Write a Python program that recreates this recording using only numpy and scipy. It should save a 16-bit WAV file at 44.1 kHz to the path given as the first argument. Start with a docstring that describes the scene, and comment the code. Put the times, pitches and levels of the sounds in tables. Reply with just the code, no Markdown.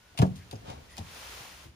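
"""Steps and peacock in a plywood pen

A heavy bump close by, like a footfall on gritty dirt, then lighter steps and scuffs.
Weight gives low thuds, struck wood hollow knocks, crushed grit clicks; the walls boom briefly.
A peacock then swings its spread train: sliding feathers rustle softly over quiet outdoor air."""
import sys
import numpy as np
from scipy import signal
from scipy.fft import rfft, irfft, next_fast_len
from scipy.io import wavfile
from scipy.ndimage import uniform_filter1d

SR = 44100
rng = np.random.default_rng(int(sys.argv[2]) if len(sys.argv) > 2 else 0)


def transcribe(u):
    """Save the signal u as a 16-bit wav file named by the first command-line argument.

    u: samples, shape (n,) or (channels, n), limited to [-1, 1]; the rate is SR.
    q: integer samples, one column per channel.
    """
    v = np.clip(np.atleast_2d(u).T, -1, 1)
    q = np.round(v * 32767).astype(np.int16)
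    wavfile.write(sys.argv[1], SR, q)


N = 77175
TIME_S = np.arange(N) / SR

# (time [s], level [dB], pitch [Hz], rise [s], t60 [s], left lead [ms])
THUDS = [(0.1903, -7, 132, 0.015, 0.046, 0.46), (.222, -7, 108, 0.0074, 0.054, 0.39),
         (0.2306, -7, 166, 0.002, 0.03, 0.21), (0.287, -32, 184, 0.0041, 0.11, 0.49),
         (.366, -36.5, 91, 0.0097, 0.19, -0.048), (.529, -39, 263.7, 0.0036, .11, 0.46),
         (0.533, -36, 106.6, 0.004, 0.21, .4), (0.7, -39.5, 128, 0.0039, 0.11, -0.44),
         (0.761, -46.5, 77.5, 0.0058, 0.25, -.3), (.988, -40.5, 224, 0.0034, .11, .4),
         (0.996, -30.5, 93, 0.0056, 0.11, 0.55), (1.398, -43, 120, 0.0086, 0.051, 0.23),
         (1.657, -41, 85, 0.0078, 0.077, 0.28)]
# (time [s], level [dB], rise [s], t60 [s], pitch [ratio], left lead [ms])
KNOCKS = [(0.145, -55.5, 0.0015, 0.094, 1, 0.15), (0.187, -30.5, 0.0048, 0.15, 1, 0.4),
          (0.2187, -18.5, 0.0014, 0.085, 1, 0.45), (0.229, -26, 0.0068, 0.083, 1, 0.33),
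          (0.524, -41, 0.0056, 0.17, .85, 0.44), (0.618, -48, 0.037, 0.58, 1.03, -0.71),
          (.675, -40, 0.024, 0.2, 1.03, -0.6), (0.762, -51, 0.004, 0.26, .95, -0.6),
          (.977, -41, 0.0043, 0.079, 1.18, 0.23), (1.003, -44, 0.002, 0.057, 1.18, 0.69),
          (1.652, -46.5, 0.0046, 0.078, .5, 0.57)]
# hollow ring at pitch ratio 1: (frequency [Hz], level [dB], t60 [s])
WOOD_MODES = [(85.1, -11, 0.43), (111.86, -3.5, 0.36), (144.2, -0.5, 0.3), (185.4, -3.5, 0.27),
              (263.4, 0, 0.14), (400.4, -11, 0.162), (478, -5.5, 0.11), (670.7, 3, 0.063),
              (749, -10.5, 0.14), (864, -12.5, 0.063), (1661, -11.5, 0.056)]
# clicks and scuffs: (time [s], level [dB], rise [s], t60 [s], tilt [dB/octave], left lead [ms])
GRIT_BURSTS = [(0.1761, -37.5, 0.00061, 0.13, 0, 0.38), (0.187, -32, 0.0016, 0.052, -0.5, 0.54),
               (0.2154, -31, 0.0018, 0.06, -1, 0.49), (.245, -49.5, 0.017, 0.085, -1, 0.42),
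               (0.351, -51, 0.0063, 0.2, 3, 0.397), (0.512, -44.5, 0.00033, 0.06, 0, 0.43),
               (0.524, -47.5, 0.0018, 0.059, 0.5, 0.4), (.628, -43, 0.062, 0.27, -3.5, -0.51),
               (.699, -43.5, 0.0016, 0.036, -0.5, -0.446), (.89, -53, 0.013, 0.27, 0.5, 0.38),
               (.974, -43, 0.001, 0.089, -1, 0.56), (0.980, -40, 0.0013, 0.06, 1, 0.5)]
# (time [s], level [dB], pitch [Hz], ring t60 [s], crack over ring [dB])
SNAPS = [(.1752, -36, 2850, 0.05, -0.5), (.1885, -34, 2690, 0.042, 5), (.5119, -39.5, 4020, 0.013, 4.5),
         (.556, -44.5, 5000, 0.012, -19), (.5615, -46, 5050, .01, -12), (.969, -43.5, 4500, 0.015, 7.5),
         (.981, -39.5, 5340, 0.022, 3)]
# three raspy tones, one thin high tone: (time [s], level [dB], pitch [Hz], length [s], width [Hz])
FAINT_TONES = [(-0.04, -70.5, 1467, 0.26, 25), (0.381, -60.5, 1960, 0.068, 715),
               (0.887, -59.5, 1940, 0.084, 190), (0.902, -65.5, 10770, 0.042, 300)]
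# direct sound of the steps: (frequency [Hz], left minus right [dB])
STEP_BALANCE = [(100, 0.8), (300, -0.5), (550, 3), (850, 7.5), (1200, -2.5), (3000, 4), (5500, 4.5),
                (7500, -1.5), (14000, 0)]
# wall reverberation: (frequency [Hz], t60 [s])
PEN_DECAY = [(80, 0.29), (200, .4), (600, 0.21), (2000, 0.12), (10000, 0.27)]

# envelopes: (time [s], gain [dB])
TRAIN_SWEEP = [(.9, -63), (1.04, -53.5), (1.16, -46), (1.4, -44.5), (1.55, -50.5), (1.64, -52), (1.7, -63),
               (1.75, -80)]
AIR_SWELL = [(0, -6), (.17, -2), (.45, 1), (.8, 2), (1.55, -7.5), (1.75, -3)]

# noise spectra: (frequency [Hz], relative density [dB])
KNOCK_SPECTRUM = [(60, -49), (200, 4.5), (330, 0.5), (470, 2), (700, 2), (950, -4), (1300, -12.5),
                  (3000, -33), (8000, -44)]
GRIT_SPECTRUM = [(200, -29), (900, 6), (1900, -2), (2800, 3.5), (5000, 0), (7000, -1.5), (8300, -4),
                 (10000, -8.5), (12000, -13), (13500, -12), (16000, -21)]
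CRACK_SPECTRUM = [(800, -18), (3000, 2), (9000, 3), (15000, -6)]
FEATHER_SPECTRUM = [(100, -39), (220, -12.5), (430, -6.5), (1000, -3), (1900, -4.5), (2700, -4.5),
                    (5600, -8.5), (8200, -12.5), (10000, -15), (12000, -18.5), (14500, -16.5),
                    (15600, -19.5)]
AIR_SPECTRUM = [(20, 1), (45, 3), (70, 3.5), (140, -4.5), (300, -11), (800, -14.5), (2800, -17.5),
                (6000, -23.5), (9000, -30), (13500, -38), (15500, -30)]
RUMBLE_SPECTRUM = [(20, -27), (50, 3), (75, 8), (120, -8.5), (250, -11.5), (600, -69)]

# left-right likeness: (frequency [Hz], coherence [0..1])
STEP_COHERENCE = [(100, 0.95), (700, 0.75), (2000, 0.94), (6000, 0.089), (9000, 0.062)]
FEATHER_COHERENCE = [(100, 1), (300, 0.86), (640, 0.6), (1400, 0.17), (3100, 0.27), (7000, 0.03),
                     (15000, 0.04)]
AIR_COHERENCE = [(60, 1), (300, 0.78), (1200, 0.037), (8000, 0.033)]


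def amp(db):
    """Decibels to gain."""
    return 10 ** (np.asarray(db) / 20)


def unit_rms(x):
    """Scale to rms 1."""
    return x / np.sqrt(np.mean(x ** 2) + 1e-20)


def curve_at(points, hz):
    """Interpolate (frequency [Hz], value) points on a log axis."""
    points_hz, values = np.transpose(points)
    return np.interp(np.log(hz + 1), np.log(points_hz + 1), values)


def filtered(x, response):
    """Apply response(hz) by FFT."""
    size = next_fast_len(N + 8192)
    return irfft(rfft(x, size) * response(np.fft.rfftfreq(size, 1 / SR)), size)[..., :N]


def noise(spectrum, coherence, grain_db=0, tilt_db_oct=0):
    """Stereo noise, rms 1; sub-millisecond grains scatter in level by grain_db."""
    def mid_side_gain(hz):
        angle = np.arccos(np.clip(curve_at(coherence, hz), -1, 1)) / 2
        gain = amp(curve_at(spectrum, hz) + tilt_db_oct * np.log2(hz + 1))
        return gain * [np.cos(angle), np.sin(angle)]

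    grains = amp(grain_db * unit_rms(uniform_filter1d(rng.standard_normal(N), size=24)))
    mid, side = filtered(grains * rng.standard_normal((2, N)), mid_side_gain)
    return unit_rms(np.array([mid + side, mid - side]))


def noise_band(centre_hz, width_hz):
    """Mono noise band, rms 1."""
    white = rng.standard_normal(N)
    return unit_rms(filtered(white, lambda hz: 1 / (1 + (2 * (hz - centre_hz) / width_hz) ** 2)))


def strike(start_s, rise_s, t60_s):
    """Envelope: smooth rise, exponential decay."""
    age_s = np.maximum(TIME_S - start_s, 0)
    attack = 1 - np.exp(-(age_s / rise_s) ** 2)
    return attack * np.exp(-np.log(1000) * np.maximum(age_s - rise_s, 0) / t60_s)


def left_lead(x, lead_ms):
    """Stereo delay: left arrives lead_ms before right."""
    return filtered(x, lambda hz: np.exp(1j * np.pi * hz * lead_ms / 1000 * np.array([[1], [-1]])))


def thuds():
    """Weight lands on the ground: a few heavily damped low cycles."""
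    out = np.zeros((2, N))
    for start_s, db, hz, rise_s, t60_s, lead_ms in THUDS:
        tone = np.sin(2 * np.pi * hz * (TIME_S - start_s))
        out += left_lead(amp(db) * strike(start_s, rise_s, t60_s) * tone, lead_ms)
    return out


def knocks(ring_db=-4.5, ring_rise_s=0.0078):
    """Contacts clatter and ring the wood; pitch varies with the spot struck."""
    out = np.zeros((2, N))
    for start_s, db, rise_s, t60_s, ratio, lead_ms in KNOCKS:
        ring = np.zeros(N)
        for hz, mode_db, mode_t60_s in WOOD_MODES:
            envelope = amp(mode_db + rng.normal(0, 0.35)) * strike(start_s, ring_rise_s, mode_t60_s)
            ring += envelope * np.sin(2 * np.pi * (ratio * hz * (TIME_S - start_s) + rng.random()))
        spectrum = [(ratio * hz, density_db) for hz, density_db in KNOCK_SPECTRUM]
        clatter = strike(start_s, rise_s, t60_s) * noise(spectrum, STEP_COHERENCE)
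        out += left_lead(amp(db) * (clatter + amp(ring_db) * ring), lead_ms)
    return out


def grit():
    """Dry grains crushed and scraped in short bursts."""
    out = np.zeros((2, N))
    for start_s, db, rise_s, t60_s, tilt_db_oct, lead_ms in GRIT_BURSTS:
        crunch = noise(GRIT_SPECTRUM, STEP_COHERENCE, grain_db=3, tilt_db_oct=tilt_db_oct)
        out += left_lead(amp(db) * strike(start_s, rise_s, t60_s) * crunch, lead_ms)
    return out


def snaps(rise_s=0.0001, crack_t60_s=0.0035, lead_ms=0.45):
    """Hard bits snap underfoot: instant crack, brief ring."""
    out = np.zeros((2, N))
    for start_s, db, hz, ring_t60_s, crack_db in SNAPS:
        crack = strike(start_s, rise_s, crack_t60_s) * noise(CRACK_SPECTRUM, STEP_COHERENCE)
        ring = strike(start_s, rise_s, ring_t60_s) * noise_band(hz, width_hz=0.44 * hz)
        out += left_lead(amp(db) * (amp(crack_db) * crack + ring), lead_ms)
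    return out


def pen_walls(x):
    """Plywood walls reverberate briefly, longest in the bass."""
    white = noise([(20, 0), (20000, 0)], AIR_COHERENCE)[:, :SR // 2]
    hz, age_s, frames = signal.stft(white, SR, nperseg=256)
    decay = np.exp(-np.log(1000) * age_s / curve_at(PEN_DECAY, hz)[:, None])
    _, tail = signal.istft(frames * decay, SR, nperseg=256)
    return signal.fftconvolve(x, tail / np.linalg.norm(tail[0]), axes=1)[:, :N]


def feathers():
    """Barbs slide over one another, louder as the train swings faster."""
    sweep_db = np.interp(TIME_S, *np.transpose(TRAIN_SWEEP))
    pan_db = np.array([[0.5], [-0.5]])
    return amp(sweep_db + pan_db) * noise(FEATHER_SPECTRUM, FEATHER_COHERENCE, grain_db=1)


def faint_tones():
    """Faint raspy tones and one thin high tone swell and fade."""
    out = np.zeros(N)
    for start_s, db, hz, length_s, width_hz in FAINT_TONES:
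        swell = np.sin(np.pi * np.clip((TIME_S - start_s) / length_s, 0, 1))
        out += amp(db) * swell * noise_band(hz, width_hz)
    return out


def outdoor_air(air_db=-55, rumble_db=-56.5, rumble_rise_s=0.25):
    """Quiet air swells and sinks; a low rumble fades in."""
    fade_in = np.clip(TIME_S / rumble_rise_s, 0, 1) ** 2
    rumble = amp(rumble_db) * fade_in * noise(RUMBLE_SPECTRUM, AIR_COHERENCE)
    swell_db = np.interp(TIME_S, *np.transpose(AIR_SWELL))
    return amp(air_db + swell_db) * noise(AIR_SPECTRUM, AIR_COHERENCE) + rumble


def microphone_ports(x, from_hz=7530, in_phase_hz=9970, period_hz=3840):
    """Across the top treble, the two ports alternate in and out of phase with frequency."""
    def mid_side_gain(hz):
        depth = 1 / (1 + (from_hz / (hz + 1)) ** 20)
        ripple = depth * np.cos(2 * np.pi * (hz - in_phase_hz) / period_hz)
        return np.sqrt([1 + ripple, 1 - ripple])

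    mid, side = filtered(np.array([x[0] + x[1], x[0] - x[1]]) / 2, mid_side_gain)
    return np.array([mid + side, mid - side])


def scene():
    """Steps mostly left, bird ahead, pen around them."""
    walls_db = -10
    steps = thuds() + knocks() + grit() + snaps()
    direct = filtered(steps, lambda hz: amp(curve_at(STEP_BALANCE, hz) * np.array([[0.5], [-0.5]])))
    return direct + amp(walls_db) * pen_walls(steps) + feathers() + faint_tones() + outdoor_air()


def record(dry):
    """Microphone: stereo treble ripple, low cut, steep band limit."""
    low_cut_hz, top_hz = 52.5, 15500
    low_cut = signal.butter(2, low_cut_hz, 'highpass', fs=SR, output='sos')
    thinned = signal.sosfilt(low_cut, microphone_ports(dry))
    return filtered(thinned, lambda hz: 1 / np.sqrt(1 + (hz / top_hz) ** 120))


dry = scene()
out = record(dry)
transcribe(out)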